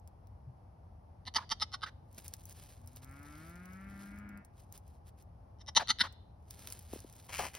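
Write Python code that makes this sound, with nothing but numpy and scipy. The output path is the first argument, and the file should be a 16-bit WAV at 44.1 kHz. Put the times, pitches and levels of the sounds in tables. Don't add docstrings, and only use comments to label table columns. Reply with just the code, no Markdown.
import sys
import numpy as np
from scipy import signal
from scipy.fft import rfft, irfft
from scipy.io import wavfile
from scipy.ndimage import uniform_filter1d

SR = 44100
rng = np.random.default_rng(int(sys.argv[2]) if len(sys.argv) > 2 else 0)


def to_wav(s):
    ch = np.atleast_2d(s).T
    pcm = np.round(np.clip(ch, -1, 1) * 32767)
    wavfile.write(sys.argv[1], SR, pcm.astype(np.int16))


N = 334349
TIME = np.arange(N) / SR


# centre_hz, width_hz, level_db
CHEEKS_AND_TEETH = [(220, 110, -10.5), (930, 190, -7), (1935, 450, -3), (3150, 400, -2.5),
                    (3740, 360, -1.5), (9260, 2900, -16.5)]
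def kiss(rise_s, level_db, squeak_hz, mouth_hz, mouth_db, lip_hz, ring_hz, ring_db):
    suction_db, hold_s, fall_s = 14.5, 0.0022, 0.0078
    t = np.arange(SR // 8) / SR
    gaps = np.maximum(0.32 * rise_s * 0.74 ** np.arange(60), 1 / squeak_hz)
    slip_s = np.append(0, np.cumsum(gaps + 0.00004 * rng.standard_normal(len(gaps))))
    from_peak = np.maximum(abs(slip_s - rise_s) - hold_s, 0)
    force_db = np.where(slip_s < rise_s, -suction_db * from_peak / rise_s,
                        -10 * (from_peak / fall_s) ** 1.28)
    force = amp(force_db + 1.1 * rng.standard_normal(len(slip_s)))
    slips = np.bincount((slip_s * SR).astype(int), force, len(t))[:len(t)]
    wet_decay = signal.lfilter([1], [1, -np.exp(-1 / (0.0021 * SR))], slips)
    drive = slips + 0.09 * wet_decay * rng.standard_normal(len(t))
    opening = np.clip(t / rise_s, 0.4, 1)
    cavities = [(mouth_hz, 600, mouth_db), (lip_hz, 850, 0), (ring_hz, 700, ring_db)]
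    cavities += [(hz, width, db - 0.5) for hz, width, db in CHEEKS_AND_TEETH]
    smack = 0
    for hz, width, db in cavities:
        let_in = drive * opening ** min(1200 / hz, 2)
        smack += amp(db) * resonate(resonate(let_in, hz, width), hz, width)
    smack = colour(smack, [(2050, 3), (2450, -6.5), (2850, 3.5), (6100, 3.5), (7000, 2.5),
                           (11000, -7.5), (13500, -13), (16000, -16)])
    smack *= np.clip((t[-1] - t) / 0.03, 0, 1) ** 2
    return amp(level_db) * smack / np.sqrt(np.sum(smack ** 2) / (0.027 * SR))


def lip_parting(length_s, level_db, from_hz, to_hz, hiss_db, tone_share):
    progress = np.linspace(0, 1, int(length_s * SR))
    hz = from_hz + (to_hz - from_hz) * progress
    breath = unit(resonate(resonate(rng.standard_normal(len(hz)), hz, 340), hz, 600))
    hollow = np.sqrt(1 - tone_share) * breath + np.sqrt(2 * tone_share) * np.sin(phase(hz))
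    hiss_eq = [(400, -10), (1700, 3.5), (2500, -9.5), (3800, -4.5), (5800, -13), (7500, -21),
               (15000, -34)]
    hiss = unit(colour(rng.standard_normal(len(hz)), hiss_eq))
    envelope = np.minimum(progress / 0.16, 1) * (1 - progress) ** 0.53
    return amp(level_db) * (hollow + amp(hiss_db) * hiss) * envelope


# start_s, peak_s, level_db, squeak_hz, mouth_hz, mouth_db, lip_hz, ring_hz, ring_db
KISSES = [(1.2532, 1.278, -44.5, 253.4, 880, -4.5, 4130, 5600, -11.5),
          (1.3398, 1.363, -29.5, 425.2, 1050, -4.5, 4770, 5700, -6),
          (1.493, 1.518, -33, 453.3, 1160, -2.5, 4750, 5500, -4),
          (1.5991, 1.623, -32.5, 433.2, 1255, -3, 4090, 5050, 0.5),
          (1.719, 1.742, -40.5, 377.6, 1240, 1, 4200, 5050, -1.5),
          (1.811, 1.836, -38.5, 516, 1315, 7.5, 3620, 4800, -2),
          (5.587, 5.613, -61, 307.6, 850, -6, 5450, 3900, -6.5),
          (5.663, 5.686, -45, 289.5, 858, -3.5, 5450, 3900, -7.5),
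          (5.75, 5.77, -22, 450.3, 930, -4.5, 4010, 5950, -0.5),
          (5.8736, 5.903, -27, 427, 1420, -3, 4150, 6000, -6.5),
          (5.9866, 6.01, -26, 492.3, 1640, -2, 3960, 4950, -6)]
# start_s, length_s, level_db, from_hz, to_hz, hiss_db, tone_share
PARTINGS = [(1.382, 0.013, -34, 1150, 840, -7.5, 0.9), (1.391, .06, -50, 1148, 813, -4.5, .35),
            (1.858, 0.042, -49.5, 1408, 1560, 1.5, 0.45), (5.792, 0.042, -34.5, 1000, 645, -3, 0.2),
            (6.031, 0.048, -43.5, 1140, 834, 2, 0.2)]
def kissing_calls():
    out = np.zeros(N)
    for start_s, peak_s, *voicing in KISSES:
        add(out, start_s, kiss(peak_s - start_s, *voicing))
    for start_s, *voicing in PARTINGS:
        add(out, start_s, lip_parting(*voicing))
    return out


# time_s, pitch_hz
MOAN_PITCH = [(2.75, 114.6), (2.95, 122.9), (3.198, 142.9), (3.348, 150.5), (3.558, 175.6), (3.9, 198.4),
              (3.962, 197.6), (4.246, 205.9), (4.35, 200.6), (4.43, 202.8)]
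# freq_hz, gain_db
HUM_EQ = [(80, -36), (125, 6.5), (152, -8.5), (200, 1.5), (295, -2.5), (400, -27.5), (610, -22), (800, -27),
          (1200, -53)]
# freq_hz, gain_db
BUZZ_EQ = [(600, -48), (900, -9), (1150, 6), (1400, 6.5), (1750, 4.5), (2000, 4), (2300, 2), (2650, -7.5),
           (3300, -23), (4500, -52)]
def moan():
    top_hz, hoarse_span_hz = 200, 11
    attack_s, release_s, buzz_start_s = 0.1, 0.053, 2.996
    times, pitches = np.transpose(MOAN_PITCH)
    glide_hz = np.interp(TIME, times, pitches)
    roughness = np.interp(glide_hz, [top_hz - hoarse_span_hz, top_hz], [0.042, 0.24])
    jitter = (0.0028 + 0.012 * roughness) * waver(77)
    angle = phase(glide_hz * (1 + jitter))
    sounding = (TIME >= times[0]) & (TIME <= times[-1])
    pulses = np.zeros(N)
    pulses[sounding] = np.cos(np.outer(angle[sounding], np.arange(1, 27))).sum(1)
    pulses *= 1 + 1.34 * roughness * np.cos(angle / 2)
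    drive = pulses + 15 * roughness * rng.standard_normal(N)
    drive += 0.53 * resonate(drive, 8.4 * glide_hz, width_hz=260)
    octaves = np.log2(glide_hz / top_hz)
    hum_gain = amp(-51.5 + 13 * octaves)
    buzz_gain = amp(-62.5 + 2.5 * octaves) * np.clip((TIME - buzz_start_s) / 0.11, 0.1, 1)
    out = 0
    for eq, gain in ((HUM_EQ, hum_gain), (BUZZ_EQ, buzz_gain)):
        layer = colour(drive, eq)
        running_rms = np.sqrt(abs(uniform_filter1d(layer ** 2, SR // 20)) + 1e-6)
        out += gain * layer / running_rms
    fade_in = np.clip((TIME - times[0]) / attack_s, 0, 1)
    fade_out = np.clip((times[-1] - TIME) / release_s, 0, 1)
    return out * fade_in * fade_out


# start_s, hold_s, level_db
SHUFFLES = [(2.144, 0.57, -73), (2.74, 1.44, -78), (4.699, 0.26, -86.5), (6.513, 1.09, -72)]
# peak_s, level_db, half_width_s
PUSHES = [(2.19, -59, 0.0096), (2.264, -63, 0.0073), (2.506, -63, 0.012), (2.58, -64.5, 0.02),
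          (2.69, -67.5, 0.027), (2.974, -64.5, 0.014), (3.035, -65, 0.0091), (3.38, -72.5, 0.13),
          (4.026, -67, 0.037), (4.6, -73.5, 0.03), (4.755, -65, .018), (5.078, -70.5, .012),
          (5.202, -74, 0.016), (6.686, -63.5, 0.092), (6.955, -61, 0.034)]
def goat_effort():
    shuffle = sum(amp(db) * swell(start, hold, attack_s=0.035, release_s=0.026)
                  for start, hold, db in SHUFFLES)
    shuffle *= amp(2.5 * waver(16))
    push_power = sum(amp(db) ** 2 * np.exp(-((TIME - peak) / width) ** 2) for peak, db, width in PUSHES)
    return np.sqrt(shuffle ** 2 + push_power)


# freq_hz, gain_db
LEAF_EQ = [(300, 5), (1000, -3.5), (2500, -3.5), (5000, -2.5), (7500, -2.5), (10500, -2.5), (13500, -4.5),
           (15500, -11), (17000, -36)]
def leaves(effort):
    clumps = crackle(per_s=1100, spread_db=2.5, rub=0.35) * amp(1.73 * waver(82))
    return amp(6.5) * effort * unit(colour(clumps, LEAF_EQ))


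def snap(level_db, body_db):
    t = np.arange(SR // 40) / SR
    burst = rng.standard_normal(len(t)) * (np.exp(-t / 0.00072) + 0.12 * np.exp(-t / 0.0075))
    eq = [(500, body_db + 1), (3000, body_db + 8.5), (6000, 0.12), (15000, -0.45)]
    crack = colour(np.roll(burst, SR // 2000), eq)
    return amp(level_db) * crack / np.sqrt(np.sum(crack ** 2) / (0.0018 * SR))


# start_s, level_db, body_db
SNAPS = [(.0749, -52.5, -17), (0.2712, -63, -17), (2.2804, -37.5, -34), (2.3374, -36, -11),
         (2.4547, -43.5, -50), (2.8741, -46.5, -38), (3.045, -48, -22), (3.6553, -51.5, -22),
         (4.2907, -56, -16), (4.3744, -56, -19), (4.4483, -53, -29), (4.7245, -44, -29), (6.125, -54.5, -7),
         (6.508, -40, -15), (6.6726, -36, -9.5), (6.7236, -35, -17.5), (7.5506, -37.5, -4.5)]
def twigs(effort):
    small_snaps_per_s = 22
    out = np.zeros(N)
    for start_s, level_db, body_db in SNAPS:
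        add(out, start_s, snap(level_db, body_db))
    for when, size in rng.random((int(small_snaps_per_s * N / SR), 2)):
        over_effort_db = 5 + 19 * size
        add(out, when * N / SR, effort[int(when * N)] * snap(over_effort_db, body_db=-34))
    return out


# start_s, hold_s, crunch_db, thud_db
SHOE_CONTACTS = [(7.291, 0.013, -55, -54.5), (7.326, 0.031, -43, -54), (7.39, 0.0074, -35, -33),
                 (7.412, 0.051, -44, -46), (7.543, 0.029, -52, -61.5)]
# freq_hz, gain_db
CRUNCH_EQ = [(500, -25), (1200, -9), (2300, 0), (3100, -4), (3650, -14), (4400, -9.5), (6500, -8),
             (12000, -14), (16000, -22)]
# freq_hz, gain_db
SOIL_EQ = [(80, -6), (300, -7), (600, 1.5), (950, 4.5), (1500, -8.5), (3000, -33)]
def footstep():
    crunch_power = thud_power = 0
    for start, hold, crunch_db, thud_db in SHOE_CONTACTS:
        crunch_power += (amp(crunch_db) * swell(start, hold, attack_s=0.0053, release_s=0.022)) ** 2
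        thud_power += (amp(thud_db) * swell(start, hold, attack_s=0.0013, release_s=0.013)) ** 2
    crunch = unit(colour(crackle(per_s=3000, spread_db=5.5, rub=0.48), CRUNCH_EQ))
    thud = unit(colour(crackle(per_s=1500, spread_db=4.5, rub=0.45), SOIL_EQ))
    return np.sqrt(crunch_power) * crunch + np.sqrt(thud_power) * thud


# start_s, level_db, from_hz, to_hz, rise_s
KNOCKS = [(.462, -44.5, 142, 127, 0.023), (6.934, -30.5, 1050, 195, 0.0018),
          (6.958, -40.5, 950, 215, 0.0035), (7.045, -42, 870, 212, 0.0028)]
def knocks():
    out, t = np.zeros(N), np.arange(SR // 4) / SR
    for start_s, level_db, from_hz, to_hz, rise_s in KNOCKS:
        hz = to_hz + (from_hz - to_hz) * np.exp(-t / (0.73 * rise_s))
        envelope = (t / rise_s * np.exp(1 - t / rise_s)) ** 2
        add(out, start_s, amp(level_db) * envelope * np.sin(phase(hz)))
    return out


# freq_hz, t60_s
YARD_DECAY = [(200, .3), (1800, 0.43), (3600, 0.58), (5000, 0.4), (16000, .15)]
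def yard_echo(x, early_db, tail_db):
    hz, frame_s, noise = signal.stft(rng.standard_normal((2, SR)), SR, nperseg=256)
    decay = amp(-60 * frame_s / curve(YARD_DECAY, hz)[:, None])
    t = TIME[:SR]
    tail = signal.istft(noise * decay, SR, nperseg=256)[1][:, :SR] * np.minimum(t / 0.0067, 1)
    early = rng.standard_normal((2, SR)) * np.exp(-t / 0.0057) * (t > 0.001)
    impulse = (amp(early_db) * unit(early) + amp(tail_db) * unit(tail)) / np.sqrt(SR)
    return signal.fftconvolve(x[None], impulse, axes=1)[:, :N]


# freq_hz, gain_db
AIR_EQ = [(20, -42.5), (45, -8), (88, -0.5), (115, -10.5), (250, -22.5), (380, -28), (820, -22),
          (1600, -43), (3700, -56), (5500, -53), (7500, -68), (11000, -54.5), (14000, -73)]
# freq_hz, coherence
AIR_COHERENCE = [(130, 0.99), (300, 0.51), (640, 0), (1400, 0), (3000, 0.2), (7000, 0.33)]
def outdoor_air():
    left, independent = rfft(rng.standard_normal((2, N)))
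    coherence = curve(AIR_COHERENCE, bins(TIME))
    right = coherence * left + np.sqrt(1 - coherence ** 2) * independent
    bed = unit(colour(irfft(np.array([left, right]), N), AIR_EQ))
    balance = amp([[0.7], [-0.7]])
    return amp(-55) * bed * amp(0.27 * waver(3.5)) * balance


# freq_hz, left_lead_rad
STEREO_PHASE = [(200, 0), (500, -.6), (860, -.9), (1500, -.1), (2500, .2), (5400, .5), (6900, 3),
                (8000, 3.3), (9500, 6.1), (11500, 6.4), (12900, 9.2), (14300, 9.6), (15500, 12.5)]
def pan(x, left_db):
    right = irfft(rfft(x) * np.exp(-1j * curve(STEREO_PHASE, bins(x))), N)
    return np.array([x * amp(left_db / 2), right * amp(-left_db / 2)])


def crackle(per_s, spread_db, rub):
    sizes = amp(spread_db * np.minimum(rng.exponential(1, N), 4.5)) * rng.choice([-1, 1], N)
    fractures = unit(sizes * (rng.random(N) < per_s / SR))
    return unit(fractures + rub * rng.standard_normal(N))


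def resonate(x, hz, width_hz):
    carrier = np.exp(1j * phase(hz * np.ones(len(x))))
    pole = np.exp(-np.pi * width_hz / SR)
    return 2 * (carrier * signal.lfilter([1 - pole], [1, -pole], x / carrier + 1e-18)).real


def swell(start_s, hold_s, attack_s, release_s):
    falloff = np.maximum((start_s - TIME) / attack_s, (TIME - start_s - hold_s) / release_s)
    return np.exp(-np.clip(falloff, 0, 40))


def waver(rate_hz):
    lowpass = np.exp(-(bins(TIME) / rate_hz) ** 2)
    return unit(irfft(rfft(rng.standard_normal(N)) * lowpass, N))


def colour(x, eq):
    return irfft(rfft(x) * amp(curve(eq, bins(x))), x.shape[-1])


def curve(points, hz):
    freqs, values = np.transpose(points)
    return np.interp(np.log(hz + 1), np.log(freqs + 1), values)


def bins(x):
    return np.fft.rfftfreq(x.shape[-1], 1 / SR)


def phase(hz):
    return 2 * np.pi * np.cumsum(hz) / SR


def amp(db):
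    return 10 ** (np.asarray(db) / 20)


def unit(x):
    return x / np.sqrt(np.mean(x ** 2) + 1e-20)


def add(mix, start_s, sound):
    part = mix[max(round(start_s * SR), 0):][:len(sound)]
    part += sound[:len(part)]


def scene():
    effort = goat_effort()
    caller = kissing_calls()
    litter = leaves(effort) + twigs(effort)
    step = footstep()
    drone = moan()
    caller_left_db = np.interp(TIME, [2, 5], [-2, 1.8])
    direct = pan(caller, caller_left_db) + pan(drone, left_db=2.3) + pan(litter, left_db=-0.3)
    direct += pan(step, left_db=3) + pan(knocks(), left_db=2.5)
    buzz_send = colour(drone, [(250, -27), (900, 0.5)])
    echoes = yard_echo(caller, early_db=-10.5, tail_db=-27)
    echoes += yard_echo(litter + step, early_db=-12.5, tail_db=-34)
    echoes += yard_echo(buzz_send, early_db=-4, tail_db=-6)
    return direct + echoes + outdoor_air()


def record(dry):
    cutoff_hz = 16300
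    lowpass = signal.firwin(511, cutoff_hz, window=("kaiser", 9), fs=SR)
    return signal.oaconvolve(dry, lowpass[None], "same")


dry = scene()
out = record(dry)
to_wav(out)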